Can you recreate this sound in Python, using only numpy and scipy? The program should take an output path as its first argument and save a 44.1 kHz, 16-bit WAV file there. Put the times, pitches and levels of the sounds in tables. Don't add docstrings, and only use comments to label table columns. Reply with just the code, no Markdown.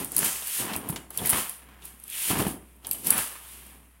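import sys
import numpy as np
from scipy import signal
from scipy.fft import rfft, irfft, next_fast_len
from scipy.io import wavfile
from scipy.ndimage import uniform_filter1d

SR = 44100
rng = np.random.default_rng(int(sys.argv[2]) if len(sys.argv) > 2 else 0)


def generate_wav(sig):
    pcm = np.round(np.clip(np.atleast_2d(sig).T, -1, 1) * 32767).astype(np.int16)
    wavfile.write(sys.argv[1], SR, pcm)


N = 176400

# t/s, rub/dB, crumple/dB, billow/dB
CLOSE_1 = [(0, -33, -39, -32.5), (.1, -50, -56.5, -52.5), (.17, -49, -42.5, -46), (.22, -33.5, -38.5, -36),
           (.26, -24, -34, -42.5), (.31, -32.5, -40.5, -54), (.42, -37, -50, -63), (.47, -34, -47.5, -66)]
OPEN_1 = [(.52, -31.5, -52, -68), (.575, -28, -48, -59), (.6, -27, -42, -38), (.7, -45.5, -35.5, -40.5),
          (.755, -38.5, -40, -36.5), (.82, -69, -48.5, -44.5), (.87, -49, -47, -38.5),
          (.94, -47, -51, -41.5), (1.02, -65, -58, -53.5), (1.09, -66, -68, -57.5)]
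CLOSE_2 = [(1.15, -43, -51, -55), (1.221, -40, -44.5, -34.5), (1.265, -31, -42, -41),
           (1.315, -31.5, -35.5, -41.5), (1.338, -31, -29.5, -37.5), (1.39, -27, -33.5, -37.5),
           (1.46, -37, -42, -63), (1.55, -46.5, -57, -69), (1.68, -66, -55, -59)]
GRIP_SHIFT = [(1.8, -64.5, -58, -65), (1.85, -44, -55, -59), (1.98, -58, -63.5, -64.5),
              (2.07, -50.5, -62, -66)]
OPEN_2 = [(2.13, -36, -56.5, -67), (2.23, -28.5, -50.5, -69), (2.294, -26, -42, -45.5),
          (2.306, -24.5, -32, -32), (2.36, -35.5, -33, -32), (2.407, -28.5, -35, -28.5),
          (2.45, -38.5, -39, -33), (2.501, -36.5, -48, -35), (2.6, -64, -62, -54),
          (2.69, -60.5, -67.5, -63)]
CLOSE_3 = [(2.81, -64, -68, -63), (2.86, -51, -54, -51.5), (3.029, -44.5, -62, -52.5),
           (3.073, -27, -46, -39), (3.125, -36, -32.5, -42), (3.155, -36, -32.5, -42),
           (3.191, -27.5, -33, -38.5), (3.29, -39, -46.5, -82)]
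SETTLE = [(3.41, -48, -54, -73), (3.53, -44.5, -55.5, -63.5), (3.62, -49.5, -58, -61),
          (3.73, -52, -56.5, -60), (3.81, -60, -66, -59), (4, -66, -70, -84.5)]

# t/s, flap/dB, crack/dB, hold/s
PANEL_SNAPS = [(0.2283, -34.5, -28.5, 0.004), (.736, -35, -41, .002), (.754, -31.5, -36, 0.0023),
               (.895, -31, -35.5, .002), (0.926, -32.5, -42, .002), (1.217, -37, -52, 0.0062),
               (1.329, -29, -25, 0.0069), (2.303, -30, -43, 0.011), (2.315, -32, -31, 0.0043),
               (2.36, -28, -33, 0.0024), (2.394, -30.5, -35.5, 0.013), (2.423, -31, -31, 0.0027),
               (2.466, -25.5, -50, 0.0022), (3.186, -39, -33.5, 0.0072)]
# t/s, level/dB, f/Hz
CANOPY_BOOMS = [(0.896, -13.5, 156), (2.399, -26, 150), (2.463, -16.5, 195)]
# f/Hz, relative level/dB
BODY_MODES = [(195, -14), (381, -16.5), (663, -47), (758, -14), (1000, -36), (1376, -34), (1750, -12.5),
              (2540, -26), (3160, -8)]
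# t/s, relative level/dB, contact/s
RIB_CLINKS = [(0.0448, -27, .004), (.147, -35, 0.0032), (.118, -28, 0.0023), (.1647, -13.5, 0.0021),
              (0.1802, -13.5, .002), (0.188, -18, 0.0042), (0.243, -23.5, 0.0077), (0.4713, -24, .0025),
              (.6555, -35, 0.0022), (.731, -33, .002), (0.7623, -20, 0.0017), (.888, -27.5, 0.0042),
              (0.898, -33.5, 0.011), (1.104, -35.5, .003), (1.174, -17.5, 0.0028), (1.257, -22, 0.0049),
              (1.27, -22, 0.0046), (1.293, -17, 0.0032), (1.299, -13.5, 0.0026), (1.306, -14.5, 0.0017),
              (1.4943, -26, 0.0028), (1.851, -37.5, 0.0061), (1.9985, -41, 0.0019), (2.037, -37, 0.0038),
              (2.079, -38, 0.0023), (2.0988, -31.5, 0.0031), (2.388, -23.5, 0.0019), (2.4683, -30, .003),
              (2.479, -33, .006), (2.763, -53.5, .003), (2.868, -28, .003), (2.89, -34.5, 0.0022),
              (2.9115, -15, 0.0017), (2.93, -27, 0.0044), (3.045, -30, 0.0025), (3.069, -17.5, 0.0023),
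              (3.104, -8.5, 0.0035), (3.1777, -22, 0.0041), (3.663, -48, .008)]
# t/s, knock/dB, ring/dB, ring f/Hz
RUNNER_KNOCKS = [(0.166, -38, -33.5, 4420), (.356, -49, -39, 2400), (.422, -39.5, -46, 2740),
                 (.735, -31, -55, 3300), (.96, -29.5, -57, 3330), (1.106, -47, -49, 930),
                 (1.186, -53, -36.5, 3370), (1.25, -36, -36, 1970), (1.8215, -51, -53, 2800),
                 (2.847, -41, -45, 3200), (2.8703, -45.5, -54, 1000), (2.912, -46, -44, 2700),
                 (2.946, -43, -52, 3000), (3.354, -56, -41, 1240)]
# centre t/s, level/dB, sigma/s
RASP_STROKES = [(.27, -33, 0.083), (0.575, -39, 0.066), (1.39, -50, 0.037), (2.278, -50.5, 0.035),
                (3.197, -55.5, .05)]
RUNNER_SLIDES = [(.53, -50, 0.049), (2.145, -45, 0.034), (2.24, -46.5, 0.058), (3.54, -60.5, 0.15)]
# t/s, level/dB
HUM_LEVELS = [(0, -57), (.42, -59), (.53, -69), (.7, -71), (1.0, -56.5), (1.42, -58), (1.54, -64),
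              (1.65, -54.5), (1.95, -56), (2.02, -61.5), (2.2, -63), (2.6, -54.5), (3.3, -60.5),
              (3.6, -53.5), (4, -59)]

# f/Hz, relative level/dB
RUB_SPECTRUM = [(600, -34.5), (1500, -13.5), (2900, -5), (3900, -9), (6000, -10), (7500, -7), (9300, 0),
                (11300, 0), (13000, -3), (15700, -8.5)]
CRUMPLE_SPECTRUM = [(150, -12.5), (400, -6), (750, -3), (1050, 1), (1500, -2.5), (2200, -3.5), (3100, -5.5),
                    (4200, -13.5), (7000, -17.5), (15000, -14.5)]
BILLOW_SPECTRUM = [(35, -28), (70, -9.5), (120, -4), (195, -1.5), (280, -1.5), (380, -4.5), (520, -11),
                   (1000, -13), (3000, -51.5)]
PANEL_SPECTRUM = [(30, -29), (60, 5), (130, 0.5), (260, 1.5), (550, -6.5), (950, -0.5), (1600, -18),
                  (3000, -15.5), (6000, -41), (15000, -43)]
CLINK_SPECTRUM = [(500, -27), (2000, -24), (3200, -17.5), (4500, -13.5), (7000, -13.5), (8600, -0.5),
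                  (9800, -3), (11100, 2), (13000, 1.5), (15700, -4.5)]
KNOCK_SPECTRUM = [(100, -10), (400, -6), (1000, 1), (1500, -10), (3300, -4), (5000, -10), (7000, -9.5),
                  (15000, -14.5)]
SCRAPE_SPECTRUM = [(1000, -14.5), (2200, -14), (4000, -6.5), (6000, 0), (8300, 6.5), (11000, -7.5),
                   (15500, -3)]
SHAFT_SPECTRUM = [(800, -26), (1500, -18), (2100, -3.5), (2800, 0.5), (3300, 1.5), (4000, -7), (8000, -36)]
REVERB_SPECTRUM = [(80, 0.5), (200, 1), (900, 0.5), (1700, 4.5), (3000, -2), (4200, -6), (6500, -1),
                   (9500, 4.5), (12000, -2.5), (15500, -1)]
AIR_SPECTRUM = [(25, -9), (70, 1), (200, 7.5), (500, -13), (2500, -7.5), (5000, -43), (10000, -16),
                (16000, -26)]


def cloth(trim_db=-0.5):
    times_s, *levels_db = np.transpose(CLOSE_1 + OPEN_1 + CLOSE_2 + GRIP_SHIFT
                                       + OPEN_2 + CLOSE_3 + SETTLE)
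    t = np.arange(N) / SR
    rub, crumple, billow = [from_db(np.interp(t, times_s, db) + trim_db) for db in levels_db]
    slips = grains(per_s=7000, spread_db=4.5, smooth_db=2)
    creases = grains(per_s=900, spread_db=3, smooth_db=-3)
    flaps = grains(per_s=220, spread_db=1, smooth_db=-0.5)
    return (coloured(rub * slips, RUB_SPECTRUM)
            + coloured(crumple * creases, CRUMPLE_SPECTRUM)
            + coloured(billow * flaps, BILLOW_SPECTRUM))


def panel_snaps(fall_s=0.0017):
    flaps, cracks = np.zeros((2, N))
    t = np.arange(SR // 5) / SR
    for start_s, flap_db, crack_db, hold_s in PANEL_SNAPS:
        add(flaps, start_s, from_db(flap_db) * burst(t, hold_s, fall_s))
        add(cracks, start_s, from_db(crack_db) * burst(t, hold_s, fall_s))
    return coloured(flaps, PANEL_SPECTRUM) + coloured(cracks, CRUMPLE_SPECTRUM)


def canopy_booms(attack_s=0.0045, t60_s=0.05):
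    out, t = np.zeros(N), np.arange(SR // 5) / SR
    envelope = (1 - np.exp(-t / attack_s)) * from_db(-60 * t / t60_s)
    for start_s, db, hz in CANOPY_BOOMS:
        add(out, start_s, -from_db(db) * envelope * np.sin(2 * np.pi * hz * t))
    return out


def canopy_body(x, mix_db=-23):
    modes = sum(from_db(db) * ring(x, hz, t60_s=0.026) for hz, db in BODY_MODES)
    return x + from_db(mix_db) * modes


def rib_clinks(rise_s=0.0006, chatter_db=-15, chatter_fall_s=0.015, ring_db=-7, trim_db=-1.5):
    out, t = np.zeros(N), np.arange(SR // 6) / SR
    for start_s, db, hold_s in RIB_CLINKS:
        bounces = grains(per_s=600, spread_db=1, smooth_db=-7, size=len(t))
        scrape = burst(t, hold_s, fall_s=0.0008) * (1 - np.exp(-t / rise_s))
        contact = scrape + from_db(chatter_db) * bounces * np.exp(-t / chatter_fall_s)
        ring_hz = 10460 * np.exp(rng.uniform(-0.11, 0.1))
        clink = contact + from_db(ring_db) * ring(contact, ring_hz, t60_s=0.0017)
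        add(out, start_s, from_db(db + trim_db) * clink)
    return coloured(out, CLINK_SPECTRUM)


def runner_knocks():
    out, t = np.zeros(N), np.arange(SR // 10) / SR
    for start_s, knock_db, ring_db, ring_hz in RUNNER_KNOCKS:
        contact = burst(t, hold_s=0, fall_s=0.0099)
        knock = from_db(knock_db) * coloured(contact, KNOCK_SPECTRUM)
        add(out, start_s, knock + from_db(ring_db) * ring(contact, ring_hz, t60_s=0.006))
    return out


def cloth_rasp():
    catches = grains(per_s=520, spread_db=-1.5, smooth_db=0)
    return coloured(swells(RASP_STROKES) * catches, SCRAPE_SPECTRUM)


def runner_slides():
    catches = grains(per_s=3600, spread_db=1.5, smooth_db=1)
    return coloured(swells(RUNNER_SLIDES) * catches, SHAFT_SPECTRUM)


def room(x, first_echo_s=0.0028, t60_s=0.39):
    t = np.arange(SR) / SR
    envelope = (t > first_echo_s) * from_db(-60 * t / t60_s)
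    tail = coloured(envelope * rng.standard_normal(SR), REVERB_SPECTRUM)
    return signal.fftconvolve(x, tail / np.linalg.norm(tail))[:N]


def background(hum_hz=61.5, air_db=-64.5):
    t = np.arange(N) / SR
    hum_db = np.interp(t, *np.transpose(HUM_LEVELS))
    hum = from_db(hum_db) * unit_rms(np.sin(2 * np.pi * hum_hz * t))
    return hum + from_db(air_db) * coloured(rng.standard_normal(N), AIR_SPECTRUM)


def grains(per_s, spread_db, smooth_db, size=N):
    clicks = (rng.random(size) < per_s / SR) * rng.choice([-1, 1], size)
    gains = from_db(spread_db * np.minimum(rng.exponential(1, size), 4))
    return unit_rms(unit_rms(clicks * gains) + from_db(smooth_db) * rng.standard_normal(size))


def burst(t, hold_s, fall_s):
    return rng.choice([-1, 1], len(t)) * np.exp(-np.maximum(t - hold_s, 0) / fall_s)


def swells(strokes):
    t = np.arange(N) / SR
    return sum(from_db(db) * np.exp(-0.5 * ((t - centre_s) / sigma_s) ** 2)
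               for centre_s, db, sigma_s in strokes)


def coloured(x, spectrum):
    size = next_fast_len(len(x) + SR // 10, real=True) * 2
    hz, db = np.transpose(spectrum)
    bins_hz = np.fft.rfftfreq(size, 1 / SR)
    gain = unit_rms(from_db(np.interp(np.log(bins_hz + 1), np.log(hz), db)))
    cepstrum = irfft(np.log(gain))
    cepstrum[1:size // 2] *= 2
    cepstrum[size // 2 + 1:] = 0
    return irfft(rfft(x, size) * np.exp(rfft(cepstrum)))[:len(x)]


def ring(x, hz, t60_s):
    radius, angle_rad = from_db(-60 / (t60_s * SR)), 2 * np.pi * hz / SR
    gain = np.sqrt((1 - radius ** 2) / 2)
    return signal.lfilter([gain, 0, -gain], [1, -2 * radius * np.cos(angle_rad), radius ** 2], x)


def add(out, start_s, sound):
    i = int(start_s * SR)
    out[i:i + len(sound)] += sound[:N - i]


def from_db(db):
    return 10 ** (np.asarray(db) / 20)


def unit_rms(x):
    return x / np.sqrt(np.mean(x ** 2) + 1e-20)


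def scene(rustle_send_db=-12.5, clatter_send_db=-7.5):
    canopy = canopy_body(cloth() + panel_snaps() + canopy_booms())
    rustle = canopy + cloth_rasp() + runner_slides()
    clatter = rib_clinks() + runner_knocks()
    reverb = room(from_db(rustle_send_db) * rustle + from_db(clatter_send_db) * clatter)
    return (rustle + clatter + reverb + background())[None]


def record(dry, band_hz=(3730, 7700), threshold_db=-60.5, depth_db=-2.5, cutoff_hz=15900):
    band = signal.sosfiltfilt(signal.butter(2, band_hz, "band", fs=SR, output="sos"), dry)
    power = np.abs(uniform_filter1d(band ** 2, size=SR // 50))
    faintness = 1 / (1 + power / from_db(threshold_db) ** 2)
    quieted = dry - (1 - from_db(depth_db)) * faintness * band
    return signal.sosfilt(signal.ellip(12, 0.1, 80, cutoff_hz, fs=SR, output="sos"), quieted)


dry = scene()
out = record(dry)
generate_wav(out)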